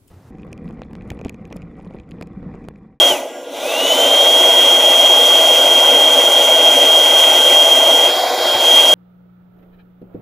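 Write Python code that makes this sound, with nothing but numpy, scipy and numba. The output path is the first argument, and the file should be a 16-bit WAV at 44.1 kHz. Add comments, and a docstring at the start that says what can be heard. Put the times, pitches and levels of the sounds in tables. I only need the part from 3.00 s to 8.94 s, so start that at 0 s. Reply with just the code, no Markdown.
"""A cordless blower, held at arm's length with a rag round its nozzle, blows into a hose at the open boot of a van.
Its nine-blade fan whines: a tone at the blade-passing rate, shaken by random eddies. Shaped noise makes the air
roaring in the tube and hissing at the intake; motor and shell add thin tones and a whirr. The trigger is let go
for a moment: the fan coasts and spins up again. Near the end the microphone swings aside and back.
The loudest peaks overload it."""
import sys
import numpy as np
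from scipy import signal
from scipy.fft import rfft, irfft
from scipy.io import wavfile
from scipy.ndimage import uniform_filter1d
from numba import njit

SR = 44100
rng = np.random.default_rng(int(sys.argv[2]) if len(sys.argv) > 2 else 0)


def master_out(mix):
    """Clip the mix to full scale and print it as 16-bit PCM to the path in sys.argv[1]."""
    frames = np.transpose(np.atleast_2d(mix))
    ceiling = np.clip(frames, -1, 1)
    pcm = np.round(ceiling * 32767).astype(np.int16)
    wavfile.write(sys.argv[1], SR, pcm)


N = 261954

T = np.arange(N) / SR
FREQS = np.maximum(np.arange(N // 2 + 1) * SR / N, 1)
BLADES = 9
FULL_HZ = 3228  # blade-passing rate that counts as full speed


def db_to_gain(db):
    """Turn decibels into a gain."""
    return 10 ** (np.asarray(db) / 20)


def unit(x):
    """Scale to rms 1."""
    return x / np.sqrt(np.mean(x ** 2))


def curve(rows):
    """Join (time, value) rows by straight lines."""
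    return np.interp(T, *np.transpose(rows))


def colour(points):
    """Gain at every frequency, joining (Hz, dB) points on a logarithmic frequency scale."""
    hz, db = np.transpose(points)
    return db_to_gain(np.interp(np.log(FREQS), np.log(hz), db))


def filtered(x, gains):
    """Apply the given gain at every frequency."""
    return irfft(rfft(x) * gains, N)


def noise(gains):
    """Noise of rms 1, coloured by the given gain at every frequency."""
    return unit(filtered(rng.standard_normal(N), gains))


def wander(hz):
    """Random motion of rms 1, mostly slower than hz."""
    return noise(1 / (1 + (FREQS / hz) ** 2))


def resonance(hz, width):
    """Gain at every frequency of a resonance: 1 at its centre, half across the given width."""
    return 1 / (1 + ((FREQS / hz - hz / FREQS) * hz / width) ** 2)


# how different the two microphone ports hear a sound: [f/Hz, side minus mid level/dB]
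PORT_DIFFERENCE = [(60, -22), (500, -78), (1800, -39), (4400, -19.5), (8000, -12), (15000, -6.5)]


def ports(x):
    """Left and right: the two ports hear mostly the same, but differ more in the treble than in the middle."""
    phase_shift = np.cumsum(rng.standard_normal(len(FREQS))) * .15
    side = filtered(x, colour(PORT_DIFFERENCE) * np.exp(1j * phase_shift))
    return np.array([x + side, x - side])


RELEASE_S, PULL_S = .092, .484  # the trigger is let go and pulled again
# coasting: blade-passing rate at its start, the rate it falls towards, and the time scale of the fall
COAST_FROM_HZ, COAST_TO_HZ, COAST_S = 3240, 1625, .108
STRAIN_HZ, SPIN_UP_S = 3300, .237  # spin-up: rate the motor strains towards, time constant
LOAD_WAVER_HZ = 1.5  # the load keeps changing: rms waver of the blade-passing rate
# top blade-passing rate that battery and load allow: [t/s, f/Hz]
TOP_SPEED = [(1.4, 3245), (2.3, 3239), (2.7, 3227), (3.3, 3231), (4.8, 3224), (5.25, 3235)]


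def fan_speed():
    """Blade-passing rate: the fan coasts while the trigger is let go, then climbs to what the battery allows."""
    coasted = np.maximum(T - RELEASE_S, 0)
    driven = np.maximum(T - PULL_S, 0)
    coast = COAST_TO_HZ + (COAST_FROM_HZ - COAST_TO_HZ) * np.exp(-(coasted / COAST_S) ** 1.5)
    climb = STRAIN_HZ - (STRAIN_HZ - COAST_TO_HZ) * np.exp(-driven / SPIN_UP_S)
    powered = np.minimum(climb, curve(TOP_SPEED))
    return np.where(T < PULL_S, coast, powered) + LOAD_WAVER_HZ * wander(2.25)


SURGE_S = 0.016  # from a surge's peak to where its dB have dropped to 1/e
# brief swells of the blade tone: [t/s, level/dB]
SURGES = [(.025, 0.5), (.915, 2.5), (1.21, 2.5), (2.77, 2), (3.93, 2.5), (4.72, 3.5), (4.925, 3),
          (5.758, 2), (5.795, 2.5)]


def surges():
    """Level in dB: now and then a large eddy is swallowed and the tone swells for an instant."""
    return sum(db * np.exp(-((T - start) / SURGE_S) ** 2) for start, db in SURGES)


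STALL_FLUTTER = .9  # slow blades meet the air badly: added flutter per share of speed lost
CUT_ON_HZ = 2080  # below this the duct no longer carries the spinning pressure pattern
# peaks and dips of the duct that the gliding blade tone passes through: [f/Hz, level/dB]
DUCT = [(2150, -8), (2290, 2), (2380, -2), (2460, 2), (2530, -5), (2610, 3), (2740, -5), (2840, 1.5),
        (2940, -1.5), (3100, 0)]


def blade_tone(blade_hz, level_db, flutter=.15, eddy_hz=250, sway=.145, sway_hz=42, drift_hz=2,
               port_lag=.1, throb_db=.7, throb_hz=20):
    """Blades chop the inflow; eddies in it shake the tone in level and phase and give it a rough skirt."""
    phase = 2 * np.pi * np.cumsum(blade_hz + drift_hz * wander(8.7)) / SR
    eddies = 1 / np.sqrt(1 + (FREQS / eddy_hz) ** 4)
    gusts = db_to_gain(2 * wander(27))
    stall = STALL_FLUTTER * np.maximum(1 - blade_hz / FULL_HZ, 0)
    fast_shake = (flutter + stall) * gusts * (noise(eddies) + 1j * noise(eddies))
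    slow_shake = sway * (wander(sway_hz) + 1j * wander(sway_hz))
    carried = 1 / (1 + (CUT_ON_HZ / blade_hz) ** 24)
    level = np.sqrt(2) * carried * db_to_gain(level_db + surges() + throb_db * wander(throb_hz))
    tone = (1 + fast_shake + slow_shake) * np.exp(1j * phase) * level
    # the ports hear it slightly out of step (lag in radians)
    heard = np.real(tone * np.exp(1j * port_lag * np.array([[1], [-1]])))
    return filtered(heard, colour(DUCT))


# weak tones of the rotor: [multiple of the shaft rate, level/dB at full speed]
SHAFT_TONES = [(1, -39.5), (10, -56), (13, -47), (19, -44)]
# resonance of the motor housing: [f/Hz, level/dB]
HOUSING = [(5700, -26), (6200, -14), (6380, -3), (7000, 0), (7300, 0), (7600, -7), (8100, -18)]


def motor(blade_hz, speed_db, torque, pole_db=-44, overtone_db=-39, torque_db=15, rough=.62, rough_hz=170,
          patchy_db=4):
    """Unbalance adds thin tones; the poles sing in the housing, louder while they pull the fan up to speed."""
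    shaft = 2 * np.pi * np.cumsum(blade_hz + 6 * wander(124)) / BLADES / SR
    rotor = 0
    for order, db in SHAFT_TONES:
        rotor = rotor + db_to_gain(db) * (1 + .5 * wander(22)) * np.sin(round(order) * shaft)
    pole_level = db_to_gain(pole_db + torque_db * torque + 2 * speed_db)
    pole = pole_level * np.sin(20 * shaft) * (1 + .5 * wander(40))
    # rough overtones sweep through the same resonance when the fan turns slowly
    scatter = 1 - rough + rough * (wander(rough_hz) + 1j * wander(rough_hz))
    overtone_level = db_to_gain(overtone_db + 2 * speed_db + patchy_db * wander(18))
    overtones = overtone_level * np.real(scatter * (np.exp(30j * shaft) + np.exp(40j * shaft)))
    sung = filtered(pole + overtones, colour(HOUSING))
    return np.sqrt(2) * (rotor * db_to_gain(7.7 * speed_db) + sung)


# resonances of the plastic shell: [f/Hz, width/Hz, level/dB]
SHELL = [(1420, 42, -54), (1630, 30, -55), (3300, 270, -48), (5550, 110, -57)]


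def bearings():
    """The running bearings ring the plastic shell: a hollow whirr, laid bare when the air dies down."""
    whirr = 0
    for hz, width, db in SHELL:
        whirr = whirr + noise(resonance(hz, width)) * db_to_gain(db + 2.6 * wander(18))
    return whirr


FLOW_LAG_S = 0.0057  # the air in tube and hose follows the fan this much later
# air resonances of tube and hose: [f/Hz, width/Hz, relative level/dB before weighting by width]
TUBE = [(275.6, 55, -11), (364.5, 53, -9), (492.3, 79, -1.5), (576, 65, 0.5), (655, 97, 1.5),
        (827, 148, -4.5), (980, 114, -10.5), (1140, 150, -15.5), (1407, 39, -10.5), (1533, 130, -14.5)]
# air resonances that the side of the tube radiates: [f/Hz, width/Hz, level/dB]
TUBE_SIDE = [(743, 40, -24.5), (1065, 22, -35), (1440, 160, -45)]


def tube_roar(flow_db, aside, db=-16.5, aside_db=-5.0, growth=2.25, brightening=1.3):
    """Turbulence rings the fixed air resonances; the high ones grow fastest with the flow."""
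    roar, power = 0, 0
    for hz, width, mode_db in TUBE:
        size = db_to_gain(mode_db) * np.sqrt(width)
        grown_db = (growth + brightening * np.log2(hz / 500)) * flow_db
        roar = roar + size * noise(resonance(hz, width)) * db_to_gain(grown_db + 1.57 * wander(17))
        power += size ** 2
    sideways = sum(db_to_gain(mode_db) * noise(resonance(hz, width)) for hz, width, mode_db in TUBE_SIDE)
    return roar / np.sqrt(power) * db_to_gain(db + aside_db * aside) + aside * sideways


def ribs():
    """Crowded resonances of the duct leave fine, fixed ridges in the hiss."""
    grid = np.arange(0, SR / 2, 55)
    ridge_db = 3.5 * np.clip(rng.standard_normal(len(grid)), -3, 1.2)
    return db_to_gain(np.interp(FREQS, grid, ridge_db))


@njit
def moving_band(x, hz, width):
    """Band-pass filter with a moving centre, gain 1 there."""
    y, band, low = np.empty(len(x)), 0., 0.
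    for i in range(len(x)):
        g, k = np.tan(np.pi * hz[i] / SR), width / hz[i]
        v = (band + g * (x[i] - low)) / (1 + g * (g + k))
        band, low, y[i] = 2 * v - band, low + 2 * g * v, k * v
    return y


# first hollow in the hiss, and its rise with the microphone turned fully away
HOLLOW_HZ, HOLLOW_RISE_HZ = 1690, 1200
HOLLOW_DRIFT_HZ = 14  # rms drift as the arm sways
HOLLOW_FADE = .35  # share of their strength lost outside the forward beam
# hollows at 1 and 3 times the first frequency: [width/Hz, level/dB at the centre, in the beam]
HOLLOWS = [(260, -11), (450, -18)]


def hollows(x, turn, aside):
    """A close reflection cancels odd multiples of one frequency; they sweep upward as the microphone turns away."""
    first_hz = HOLLOW_HZ + HOLLOW_RISE_HZ * turn + HOLLOW_DRIFT_HZ * wander(1.2)
    for k, (width, depth_db) in enumerate(HOLLOWS):
        hz = np.minimum((2 * k + 1) * first_hz, .45 * SR)
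        removed = (1 - db_to_gain(depth_db)) * (1 - HOLLOW_FADE * aside)
        x = x - removed * moving_band(x, hz, float(width))
    return x


HISS_SPLIT_HZ = 4000  # above this the hiss grows faster with the fan speed
# rush of the intake heard from in front: [f/Hz, relative level/dB per Hz]
HISS_FRONT = [(1250, 1.5), (1620, -2.5), (1900, 4), (2300, 3), (3300, 6), (3800, -3.5), (4600, -8),
              (5400, 3.5), (6000, 1.5), (7200, -2), (8300, -6), (11200, -4), (11900, -10), (15200, -5.5)]
# rush of the intake heard from aside: [f/Hz, relative level/dB per Hz]
HISS_ASIDE = [(900, 1.5), (1500, -2.5), (2300, 0), (2600, -4), (2950, -9), (3500, 3.5), (4400, 0.5),
              (5400, -5), (6300, -9.5), (7300, -9), (8200, -17.5), (11000, -14), (15200, -13.5)]


def intake_hiss(speed_db, turn, aside, front_db=-19.5, side_db=-20.5, beam_db=-15, front_turned_db=-5,
                side_turned_db=-3, growth=3.58, top_growth=0.66, churn_db=1.32, top_churn_db=0.61):
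    """Air tears past the grille: a noise beamed forward, duller as the microphone swings away or the fan slows."""
    ridges = ribs() / np.sqrt(1 + (600 / FREQS) ** 8)  # ridges, with the bass cut
    front_level = db_to_gain(front_db + beam_db * aside ** 2 + front_turned_db * turn)
    side_level = db_to_gain(side_db + side_turned_db * turn) * np.sqrt(aside)
    rush = noise(colour(HISS_FRONT) * ridges) * front_level + noise(colour(HISS_ASIDE) * ridges) * side_level
    body = filtered(rush, 1 / (1 + (FREQS / HISS_SPLIT_HZ) ** 8))
    top = (rush - body) * db_to_gain(top_growth * speed_db + top_churn_db * wander(27))
    churned = body * db_to_gain(churn_db * wander(20)) + top
    return hollows(churned, turn, aside) * db_to_gain(growth * speed_db)


# stray air buffeting the microphone: [f/Hz, relative level/dB per Hz]
BUFFET = [(20, -4), (60, -6), (120, -4.5), (170, 0), (400, -45), (1000, -50)]
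# soft knocks of the hands on the housing: [t/s, f/Hz, starting level/dB, decay/s]
KNOCKS = [(.115, 151.3, -36, 0.015), (1.67, 120, -41, .025), (3.92, 50, -44, .03), (5.55, 125, -31, 0.012)]


def handling(speed_db, buffet_db=-60.0):
    """Stray air puffs on the microphone as low noise; the hands bump the housing as short, dying tones."""
    out = noise(colour(BUFFET)) * db_to_gain(buffet_db + 2.0 * speed_db + 3.3 * wander(5.8))
    for start, hz, db, decay in KNOCKS:
        age = np.maximum(T - start, 0)
        out = out + db_to_gain(db) * np.sin(2 * np.pi * hz * age) * np.exp(-age / decay)
    return out


def street(x, wet_db=-30, t60=0.8, dull_hz=2000):
    """House fronts return a faint, dull tail that lingers while the fan coasts."""
    tail = rng.standard_normal((2, SR)) * db_to_gain(-60 * T[:SR] / t60)
    tail /= np.sqrt(np.sum(tail ** 2, axis=1, keepdims=True))
    dull = signal.sosfilt(signal.butter(1, dull_hz, fs=SR, output="sos"), x)
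    return db_to_gain(wet_db) * signal.fftconvolve(dull, tail, axes=1)[:, :N]


def intake_rasp(speed_db, torque, db=-23, hz=3500, width_hz=750, growth=4, churn_db=0.5):
    """While the fan outruns the air, the flow breaks off the blades and rasps in the intake's resonance."""
    level_db = db + growth * speed_db + surges() + churn_db * wander(25)
    return noise(resonance(hz, width_hz)) * np.sqrt(torque) * db_to_gain(level_db)


# blade tone: level at full speed before turning and nearness, and its change when turned fully away
WHINE_DB, WHINE_TURNED_DB = -10.5, -20.5
WHINE_GROWTH = 10.0  # dB per dB of fan speed
WHINE_COASTING_DB = -2.5  # change while the blades coast unloaded
FULL_PULL_HZ_PER_S = 1000  # rise of the blade-passing rate from which the motor counts as pulling hard
BEAM_EDGE = 0.35  # share of the turn around which the microphone leaves the forward beam
# how far the microphone is turned away from the intake: [t/s, share 0-1]
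TURN = [(5.06, 0.03), (5.12, 0.3), (5.22, 0.6), (5.32, 1), (5.4, 0.74), (5.49, 0.28), (5.58, 0.39),
        (5.63, 0.1), (5.72, 0.06)]
# the intake is held nearer to or farther from the microphone: [t/s, level/dB]
NEARNESS = [(0, 1.2), (1.4, -0.54), (2.0, 0.5), (2.3, 0.7), (3.3, 0), (4.4, 1.5), (5.0, -0.2), (5.8, 1.8)]


def scene():
    """Fan speed drives most layers; turning the microphone away takes it out of the beam of whine and hiss."""
    blade_hz = fan_speed()
    speed_db = 20 * np.log10(blade_hz / FULL_HZ)
    flow_db = np.interp(T - FLOW_LAG_S, T, speed_db)
    # a rising speed means the motor pulls, a falling one that the fan coasts
    pull = uniform_filter1d(np.gradient(blade_hz) * SR, SR // 10) / FULL_PULL_HZ_PER_S
    torque, coasting = np.clip(pull, 0, 1), np.clip(-pull, 0, 1)

    turn, near_db = np.maximum(curve(TURN), 0), curve(NEARNESS)
    aside = np.tanh(turn / BEAM_EDGE)
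    whine_db = WHINE_DB + WHINE_GROWTH * speed_db + WHINE_COASTING_DB * coasting
    whine_db = whine_db + WHINE_TURNED_DB * turn + near_db

    whine = blade_tone(blade_hz, whine_db)
    machine = motor(blade_hz, speed_db, torque) + bearings()
    intake = (intake_hiss(speed_db, turn, aside) + intake_rasp(speed_db, torque)) * db_to_gain(near_db)
    air = tube_roar(flow_db, aside) + intake + handling(speed_db)
    direct = whine + ports(air + machine)
    return direct + street(direct)


TOP_HZ = 15350  # treble above this is cut


def record(dry):
    """The microphone rounds off peaks near full scale, and the top is cut."""
    rounded = dry / (1 + dry ** 8) ** (1 / 8)
    return signal.sosfilt(signal.ellip(12, .1, 70, TOP_HZ, fs=SR, output="sos"), rounded)


dry = scene()
out = record(dry)
master_out(out)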